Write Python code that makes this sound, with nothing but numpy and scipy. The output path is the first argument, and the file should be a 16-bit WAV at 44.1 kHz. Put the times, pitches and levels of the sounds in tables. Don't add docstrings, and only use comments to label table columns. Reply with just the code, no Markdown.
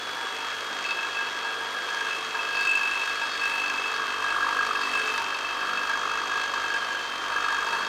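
import sys
import numpy as np
from scipy.fft import rfft, irfft, next_fast_len
from scipy.io import wavfile
from scipy.ndimage import uniform_filter1d, map_coordinates

SR = 44100
rng = np.random.default_rng(int(sys.argv[2]) if len(sys.argv) > 2 else 0)


def waveform_to_disk(signal):
    frames = np.transpose(np.atleast_2d(signal))
    scaled = np.clip(frames, -1, 1) * 32767
    samples = np.round(scaled).astype(np.int16)
    wavfile.write(sys.argv[1], SR, samples)


N = 347508


def amp(db):
    return 10 ** (np.asarray(db) / 20)


def unit(x):
    return x / np.sqrt(np.mean(x ** 2) + 1e-20)


def noise():
    return rng.standard_normal(N)


def curves(rows):
    s, *cols = np.transpose(rows)
    return [np.interp(np.arange(N) / SR, s, c) for c in cols]


def wobble(rate):
    return map_coordinates(rng.standard_normal(int(N * rate / SR) + 4), [np.arange(N) * rate / SR])


def filtered(x, response):
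    m = next_fast_len(N + SR // 2)
    return irfft(rfft(x, m) * response(np.fft.rfftfreq(m, 1 / SR)), m)[:N]


def coloured(x, points):
    f, db = np.transpose(points)
    return unit(filtered(x, lambda hz: amp(np.interp(np.log(hz + 1), np.log(f), db))))


# (time [s], rate [strokes per second])
CRANK_SPEED = [(0, 51.5), (0.25, 50.95), (0.4, 50.2), (0.48, 49.96), (0.78, 49.68), (1.09, 50.04),
               (1.74, 50.24), (1.98, 49.58), (2.35, 49.8), (2.79, 49.29), (3.4, 50.29), (3.46, 49.29),
               (3.98, 49.9), (4.14, 48.86), (4.34, 49.26), (4.91, 49.25), (5.12, 48.45), (5.36, 48.86),
               (5.63, 49.01), (5.74, 49.41), (6.36, 49.94), (6.76, 48.48), (7.14, 48.15), (7.4, 49.05),
               (7.67, 49.61), (7.88, 49.6)]


def crank():
    return np.cumsum(curves(CRANK_SPEED)[0]) / SR


def stroke(centre, scatter_db):
    turns = crank() - centre + 1.5
    whole = turns.astype(int)
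    return turns - whole - .5, amp(scatter_db * rng.standard_normal(whole.max() + 1))[whole]


def bump(place, width):
    return np.exp(-.5 * (place / width) ** 2)


# (time [s], rocking at the stroke rate [dB], middle hum [dB], upper hum [dB], body [dB])
SHAKE_LEVELS = [(0.0, -81, -55, -50.5, -46), (0.28, -79, -55.5, -53.5, -46.5),
                (2.43, -81, -59.5, -49, -45.5), (2.7, -71, -63, -53, -45.5), (2.72, -70, -57, -51.5, -46.5),
                (3.36, -73, -54, -53, -47), (3.49, -66, -56, -45, -45.5), (3.58, -73, -51, -51.5, -46),
                (4.02, -74, -53.5, -47, -47.5), (4.32, -61, -55, -52, -44),
                (5.02, -64, -47.5, -44.5, -45.5), (5.33, -67, -55.5, -54.5, -45),
                (6.28, -63, -52, -48.5, -44.5), (7.13, -68, -55.5, -55.5, -44.5),
                (7.55, -61, -55, -49.5, -45.5), (7.7, -67, -69, -45, -45.5), (7.84, -63, -52, -50, -42.5),
                (7.88, -67, -55, -50, -49)]
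# (multiple of the stroke rate, relative level [dB], wavering before looseness [dB])
LOW_HUM = [(2, -65.5, -1.3), (3, -72, 3), (4, -66.5, 3)]
# (multiple of the stroke rate, level relative to its band [dB])
HUM_BANDS = [
    [(5, -4), (6, -3)],
    [(8, -4), (9, 0.5)],
]
# (multiple of the stroke rate, level relative to the body [dB])
BODY_ORDERS = [(7, -19.5), (10, -13.5), (11, -21), (12, -42), (13, -18.5), (14, -13.5), (15, -10.5),
               (16, -19), (17, -44)]
# (frequency [Hz], relative level [dB])
RATTLE_SPECTRUM = [(25, -60), (70, -42), (150, -19), (300, -3.5), (450, 0), (800, 0), (1000, -27),
                   (1500, -44)]
RUMBLE_SPECTRUM = [(20, -24), (45, -10), (75, -7), (130, -5), (200, -30)]
LOOSE_PER_DB = .05


def harmonic(k, angle, slow, fast):
    return np.cos(k * angle + slow * k * wobble(3) + fast * k * wobble(15))


def stand():
    rock_db, *bands_db, body_db = curves(SHAKE_LEVELS)
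    angle = 2 * np.pi * crank()
    loose = 1 + LOOSE_PER_DB * (rock_db - rock_db.min())

    hum = amp(rock_db + 3.5 + 2.4 * wobble(12)) * np.cos(angle + 0.13 * wobble(3))
    for k, db, depth_db in LOW_HUM:
        hum += amp(db + 2.0 + depth_db * loose * wobble(8)) * harmonic(k, angle, slow=0.17, fast=0.056)
    for band_db, orders in zip(bands_db, HUM_BANDS):
        for k, db in orders:
            hum += amp(band_db + db + 2.9 * wobble(8)) * harmonic(k, angle, slow=0.13, fast=0.043)

    buzz = np.zeros(N)
    for k, db in BODY_ORDERS:
        buzz += amp(db + 2.0 + 2.5 * wobble(4)) * np.cos(k * angle + 1.12 * wobble(3))

    place, strength = stroke(0.63, scatter_db=5)
    rattle = coloured(noise() * (1.6 + .5 * strength * bump(place, 0.13)), RATTLE_SPECTRUM)

    rumble_db = -69 + 0.43 * (rock_db - rock_db.mean()) + 2.5 * wobble(9)
    rumble = amp(rumble_db) * coloured(noise(), RUMBLE_SPECTRUM)
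    return hum + rumble + amp(body_db + 3.0) * (buzz + amp(-2.5) * rattle)


# (frequency [Hz], relative level [dB])
AIR_SPECTRUM = [(250, -60), (1200, -32), (2000, -0.5), (3500, 1.5), (5000, -5), (7000, -14.5),
                (10000, -22.5), (12500, -25), (13100, -27), (13700, -27), (15600, -38)]
WHINE_PER_STROKE = 65.632


def motor():
    turns = crank()
    load = .55 + .35 * np.clip(50 - curves(CRANK_SPEED)[0], 0, 2)
    sag = 2 * np.pi * (turns - .42)
    angle = 2 * np.pi * WHINE_PER_STROKE * turns + load * np.sin(sag)
    angle += .35 * wobble(150) + 2.1 * load ** 2 * wobble(35)
    louder_when_slow = 1 - .18 * np.cos(sag)
    whine = amp(-38.0 + 0.4 * load ** 2 * wobble(30)) * louder_when_slow * np.cos(angle)
    overtone = amp(-68) * np.cos(4 * angle + 1.5 * wobble(200))
    air = amp(-43.0 + 0.45 * wobble(6)) * coloured(noise(), AIR_SPECTRUM)
    return whine + overtone + air


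# (time [s], level [dB])
PING_LEVEL = [(0, -62), (1.7, -67), (1.95, -51.5), (2.4, -64), (5.6, -64), (5.95, -51), (6.6, -52),
              (6.9, -59), (7.3, -56), (7.6, -51.5), (7.88, -55)]
# (frequency [Hz], relative level [dB])
PING_SPECTRUM = [(5200, -40), (5900, -4), (6350, -3), (6800, -5), (7500, -40)]
TEETH_TURN, GRIT_TURN = .72, 0.756


def ping():
    place, strength = stroke(GRIT_TURN + 0.055 * wobble(40), scatter_db=0.0)
    flashes = noise() * strength * bump(place, 0.082)
    return amp(curves(PING_LEVEL)[0]) * coloured(flashes, PING_SPECTRUM)


def chips(base):
    place, strength = stroke(GRIT_TURN + 0.12 * wobble(40), scatter_db=1.5)
    way_back = bump(np.abs(place) - .5, 0.048)
    swell = base + strength * bump(place, 0.089) + 0.64 * way_back
    spikes = amp(3.4 * np.minimum(rng.exponential(size=N), 7))
    return unit(swell * noise() * spikes)


# (time [s], peak [dB], then relative
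# to the peak: first, second, third and upper mode family [dB], tearing burst [dB])
HARD_KNOCKS = [(0.405, -27, -21, -15, -9, -23, -21), (0.848, -19, -28, -14, -6, -28, -24),
               (0.8884, -19, -27, -22, -8, -22, -24), (0.907, -14, -18, -16, -8.5, -24, -21),
               (0.9697, -18, -16, -8, -16, -29, -31), (0.9884, -18, -21, -22, -9, -31, -26),
               (1.0286, -18, -13, -14, -11, -28, -25), (1.1478, -22, -23, -12, -9, -33, -24),
               (1.1682, -19, -31, -19, -7.5, -29, -25), (1.2077, -20, -10, -16, -9, -30, -22),
               (1.2694, -20.5, -12, -18, -11, -26, -19), (1.3708, -23, -9, -9, -21, -28, -25),
               (1.4466, -19.5, -9, -5, -26, -30, -24), (1.8884, -30, -21, -21, -22, -28, -6),
               (1.9066, -29, -17, -15, -21, -27, -20), (1.9474, -27, -22, -14, -20, -31, -11),
               (1.9684, -19.5, -21, -4, -23, -30, -22), (2.0093, -17.5, -13, -6, -24, -31, -19),
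               (2.3486, -21.5, -12, -4, -17, -28, -25), (2.389, -19, -23, -12, -6, -33, -27),
               (2.5311, -23, -22, -4, -15, -24, -25), (2.5494, -19.5, -23, -17, -9, -17, -29),
               (2.5704, -18, -24, -18, -8, -27, -27), (2.5904, -19, -27, -14, -10, -23, -27),
               (2.609, -13, -26, -10, -16, -23, -19), (2.6504, -16, -32, -12, -15, -23, -19),
               (2.6703, -15, -30, -13, -15, -29, -20), (2.7134, -15, -25, -12, -10, -33, -24),
               (2.7734, -21, -22, -19, -8, -21, -22), (2.832, -16, -30, -16, -8, -32, -25),
               (2.8534, -17, -27, -15, -8, -29, -22), (2.8739, -14.5, -31, -15, -9.5, -31, -23),
               (2.9138, -16.5, -29, -9, -12, -26, -31), (2.9562, -16.5, -16, -14, -14, -27, -31),
               (2.9951, -20, -21, -18, -7, -29, -23), (3.0155, -16, -29, -18, -10, -32, -25),
               (3.0345, -17, -25, -10, -18, -24, -23), (3.0534, -24, -25, -17, -17, -21, -17),
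               (3.0744, -18, -28, -6, -18, -29, -22), (3.0949, -15.5, -24, -10, -15, -24, -25),
               (3.2146, -14.5, -11, -12, -14, -32, -26), (3.2324, -15, -25, -12, -19, -33, -26),
               (3.413, -16, -20, -12, -8, -31, -24), (3.4335, -14, -20, -10, -11, -27, -26),
               (3.4545, -14, -25, -11, -9, -26, -21), (3.4945, -17, -27, -15, -12, -30, -21),
               (3.514, -16, -25, -15, -12, -32, -26), (3.5359, -19, -22, -21, -7, -31, -27),
               (3.5763, -16.5, -16, -9, -9, -31, -32), (3.6162, -22, -25, -16, -15, -31, -24),
               (3.6566, -22, -23, -16, -15, -21, -24), (3.698, -16, -32, -11, -11.5, -29, -18),
               (3.7389, -20, -23, -19, -9, -25, -24), (3.7788, -19.5, -25, -19, -5.5, -29, -30),
               (3.9389, -19.5, -27, -7, -21, -18, -25), (4.2223, -19, -14, -22, -17, -26, -23),
               (4.2847, -17, -25, -11, -14, -32, -26), (4.3021, -14, -13.5, -10, -14, -36, -26),
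               (4.525, -20, -25, -5, -19, -27, -19), (4.624, -20, -25, -3, -21, -26, -23),
               (4.6654, -16, -17, -11, -25, -25, -17), (4.7556, -22, -26, 0, -24, -28, -24),
               (4.81, -15.5, -25, -9, -21, -19, -25), (4.9334, -18, -27, -14, -8, -28, -24),
               (4.9516, -17, -30, -11, -10, -32, -17), (4.9924, -16, -26, -10, -13, -26, -21),
               (5.035, -16, -27, -14, -16, -27, -24), (5.0744, -16.5, -23, -19, -8, -30, -22),
               (5.0954, -18, -24, -12, -7, -30, -25), (5.1392, -19, -20, -9, -17, -21, -15),
               (5.1786, -13.5, -17, -9.5, -20, -23, -17), (5.2214, -26, -16, -21, -16, -26, -15),
               (5.3014, -18, -21, -12, -14, -28, -24), (5.342, -17.5, -14, -18, -11, -21, -25),
               (5.6116, -16, -22, -8.5, -16, -29, -32), (5.7734, -19, -21, -9, -6.5, -22, -22),
               (5.8324, -18, -15, -6, -16, -29, -20), (5.8965, -16, -13, -3.5, -25, -28, -18),
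               (5.9314, -16.5, -27, -3, -22, -31, -26), (5.9564, -32, -24, -17, -17, -28, -17),
               (5.9724, -23, -19, -20, -20, -27, -20), (6.0337, -26, -30, -7, -26, -35, -27),
               (6.0544, -35, -18, -10, -17, -24, -15), (6.0954, -24, -22, -17, -11, -31, -22),
               (6.1164, -22, -10, -19, -21, -22, -18), (6.1379, -23, -19, -14, -24, -27, -18),
               (6.1833, -23, -26, 0, -25, -28, -20), (6.3735, -19, -26, -15, -13, -25, -24),
               (6.3954, -21, -23, -17, -22, -25, -22), (6.4136, -20, -20, -15, -14, -23, -15),
               (6.4374, -17.5, -25, -7, -19, -25, -19), (6.493, -22, -19, -14, -16, -28, -25),
               (6.538, -19, -10, -25, -19, -22, -15), (6.6393, -16, -13, -7.5, -17, -32, -25),
               (6.6992, -19, -23, -4, -19, -24, -24), (6.739, -12.5, -19, -9, -18, -30, -23),
               (6.7594, -18, -23, -3, -19, -24, -22), (6.8194, -20, -24, -5, -21, -30, -23),
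               (6.9474, -18, -17, -7, -22, -32, -26), (6.992, -20.5, -19, -8, -16, -32, -18),
               (7.0394, -23, -19, -7, -23, -26, -22), (7.1591, -23, -29, -20, -23, -28, -19),
               (7.2484, -21, -14, -9, -23, -27, -23), (7.322, -19, -10, -6, -18, -30, -27),
               (7.3597, -18.5, -23, -1, -15, -31, -26), (7.441, -15.5, -17, -5.5, -15, -22, -26),
               (7.4859, -16.5, -19, -5, -24, -30, -19), (7.5038, -16, -24, -5, -24, -28, -25),
               (7.5243, -15.5, -10, -11, -25, -33, -19), (7.5454, -17, -24, -6, -26, -29, -23),
               (7.583, -17.5, -27, -3, -24, -32, -23), (7.669, -18, -6, -8, -18, -25, -22),
               (7.7283, -13, -10, -9, -23, -25, -24)]


def catches():
    force, t = np.zeros(N + SR), np.arange(SR // 50) / SR
    for s, db, *_, burst_db in HARD_KNOCKS:
        decay = amp(db + burst_db + 8.5 - 60 * t / 0.021)
        force[round(s * SR):][:len(t)] += decay * rng.standard_normal(len(t))
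    return force[:N]


# (time [s], band of the teeth [dB], power share of tooth chatter [0-1], rasp [dB], fizz [dB])
CUT_LEVELS = [(0.0, -38, 0.1, -50, -62), (0.35, -38, 0.16, -47.5, -60), (1.38, -37.5, 0.15, -48, -64),
              (1.58, -37.5, 0.03, -49.5, -62), (2.79, -36, 0.41, -46.5, -56), (3.36, -36.5, 0.16, -47, -61),
              (3.47, -35.5, 0.4, -45.5, -53), (3.56, -36.5, 0.3, -47, -57), (3.93, -35, 0.25, -47, -61),
              (4.5, -30.5, 0.77, -47, -58), (4.7, -31.5, 0.82, -47, -58), (5.02, -33.5, 0.42, -44.5, -55),
              (5.51, -35, 0.4, -49, -62), (5.97, -31.5, 0.72, -48, -62), (7.09, -37, 0.45, -48.5, -65),
              (7.35, -34, 0.35, -50, -63), (7.37, -31.5, 0.7, -48, -64), (7.75, -32.5, 0.36, -46.5, -56),
              (7.84, -30.5, 0.3, -49, -61), (7.88, -36, 0.5, -47, -60)]
# (frequency [Hz], relative level [dB])
RASP_SPECTRUM = [(250, -60), (1200, 1), (2000, 10), (3500, 4.5), (4700, 2.5), (5500, -0.5), (6400, 0.5),
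                 (7200, -5), (8500, -11), (10000, -51)]
FIZZ_SPECTRUM = [(1500, -60), (5000, -16), (7500, -3), (9000, 5), (12000, -2), (14000, -2), (15600, -10)]


def grit():
    rasp_db, fizz_db = curves(CUT_LEVELS)[2:]
    hard = catches()
    rasp = amp(rasp_db + 8 + 0.46 * wobble(12)) * chips(base=0.72) + amp(-3) * hard
    fizz = amp(fizz_db - 1.3 + 1.3 * wobble(25)) * chips(base=0.51) + amp(-23.0) * hard
    return coloured(rasp, RASP_SPECTRUM) * np.std(rasp) + coloured(fizz, FIZZ_SPECTRUM) * np.std(fizz)


# (frequency [Hz], relative level [dB])
TEETH_SPECTRUM = [(200, -53), (500, -34), (900, -8.5), (1150, -1), (1400, -3), (1750, -2), (2000, -24),
                  (3000, -64)]


def teeth():
    db, share = curves(CUT_LEVELS)[:2]
    share = np.clip(share, 0, 1)
    place, strength = stroke(TEETH_TURN + .015 * wobble(40), scatter_db=2.0)
    tooth_hz = 1190 + 900 * np.clip(place, -.3, .3)
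    tooth_hz = tooth_hz * (1 + .06 * wobble(35) + .03 * wobble(300))
    passed = np.floor(np.cumsum(tooth_hz) / SR)
    blows = np.diff(passed, prepend=0) * amp(2.3 * noise())
    chatter = coloured(blows * strength * bump(place, 0.14), TEETH_SPECTRUM)
    rub = coloured(noise() * amp(0.47 * wobble(25)), TEETH_SPECTRUM)
    return amp(db + 2.0) * (np.sqrt(share) * chatter + np.sqrt(1 - share) * rub)


# (frequency [Hz], undamped t60 [s], relative level [dB])
PIPE_MODES = [
    [(926, .16, 0)],
    [(1636, .14, 0)],
    [(2618, .14, 0)],
    [(3704, .12, -5), (3890, .12, -13), (4440, .12, 0), (4850, .1, -7), (4960, .12, -12), (5170, .1, -12)],
    [(8330, .1, 0), (8700, .12, -7), (9530, .1, -8), (10800, .1, -16)],
]
KNOCK_DAMPING = [1, 0.71, 0.71, 0.74]


def knocks(family):
    power, t = np.zeros(N + SR), np.arange(SR // 5) / SR
    rise = 1 - np.exp(-t / 0.0025)
    t60 = KNOCK_DAMPING[family] * PIPE_MODES[family][0][1]
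    for row in HARD_KNOCKS:
        s, peak_db, family_db = row[0], row[1], row[family + 2]
        power[round(s * SR):][:len(t)] += (amp(peak_db + family_db - 60 * t / t60) * rise) ** 2
    return power[:N]


def soften(x):
    return uniform_filter1d(x, int(.0045 * SR))


def mode(hz, t60, crank_turns, speed):
    turns = crank_turns - GRIT_TURN + 1.083 + 0.035 * wobble(40)
    whole = turns.astype(int)
    jump, strength = rng.standard_normal((2, whole.max() + 1))
    shift = 1.6 * np.cumsum(jump)[whole]
    angle = 2 * np.pi * hz * np.arange(N) / SR + 0.52 * wobble(90)
    tone = soften(np.cos(shift)) * np.cos(angle) - soften(np.sin(shift)) * np.sin(angle)
    since = (turns - whole) / speed
    scatter_db = 3
    return tone, unit(soften(amp(scatter_db * strength[whole] - 60 * since / t60)))


# (time [s], third [dB], second [dB], first [dB], upper [dB], highest [dB])
RING_DRIVE = [(0.0, -52, -52, -50, -57, -65), (0.04, -53, -41, -46, -54, -64),
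              (0.46, -41, -44, -42.5, -54, -65), (0.74, -48, -44, -45, -55, -69),
              (0.9, -37, -39, -44, -45, -64), (1.05, -38, -38.5, -50, -58, -69),
              (1.76, -45, -35, -47.5, -51, -64), (2.06, -38.5, -33.5, -39, -53, -62),
              (2.11, -35, -33, -50, -52, -64), (2.3, -41, -58, -46, -59, -67),
              (2.37, -37, -36, -39.5, -56, -74), (2.65, -25.5, -31, -47, -41, -63),
              (2.74, -22.5, -31, -43, -47, -66), (2.9, -31.5, -37, -43, -47, -61),
              (3.18, -36, -38, -47, -49, -65), (3.25, -37, -25.5, -48, -51, -59),
              (3.33, -41, -37, -60, -42, -68), (3.49, -27, -34, -42, -47, -59),
              (3.75, -31.5, -39, -45.5, -49, -66), (4.61, -39, -30, -42.5, -49.5, -64),
              (4.91, -32.5, -42, -48, -44, -62), (4.98, -26.5, -28.5, -53, -45, -53),
              (5.2, -35, -44, -33, -54, -63), (5.31, -35, -35.5, -44.5, -50, -69),
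              (6.69, -41.5, -32.5, -44, -50, -65), (7.16, -48, -35, -44, -54, -68),
              (7.55, -38.5, -40, -45, -52, -65), (7.88, -37, -33, -43, -47, -63)]
BLADE_DAMPING = [1, 1, .7, 0.94, 0.95]
GRIP_CHOKE = [0.12, 0.16, 0.41, .5, .5]
GRIP_TURN = .66


def pipe():
    third, second, first, upper, highest = curves(RING_DRIVE)
    drive_db = [first - 1.5 + 2.1 * wobble(14),
                second - 2.5 + 2.8 * wobble(14),
                third - 3 + 2.5 * wobble(14),
                upper - .8 + 1.64 * wobble(14),
                highest - .8 + 2.1 * wobble(8)]
    struck = [amp(-9) * knocks(0), amp(-2.5) * knocks(1), amp(2) * knocks(2), amp(2.5) * knocks(3), 0]
    turns, speed = crank(), curves(CRANK_SPEED)[0]
    grip = bump(stroke(GRIP_TURN, scatter_db=0)[0], 0.07)

    total = np.zeros(N)
    for modes, db, extra, left, depth in zip(PIPE_MODES, drive_db, struck, BLADE_DAMPING, GRIP_CHOKE):
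        free = 1 - np.clip(depth, 0, 1) * grip
        steady = amp(db)
        for hz, t60, level_db in modes:
            tone, swell = mode(hz, left * t60, turns, speed)
            strength = np.sqrt((steady * swell) ** 2 + extra)
            total += amp(level_db + 4) * strength * tone * free
    return total


def scene():
    return (stand() + motor() + ping() + grit() + teeth() + pipe())[None]


def record(dry):
    top, knee = .16, 5
    low_hz, top_hz = 33, 15720
    rounded = dry[0] / (1 + np.abs(dry[0] / top) ** knee) ** (1 / knee)
    return filtered(rounded, lambda hz: (hz < top_hz) / (1 + (low_hz / (hz + 1)) ** 4))[None]


dry = scene()
out = record(dry)
waveform_to_disk(out)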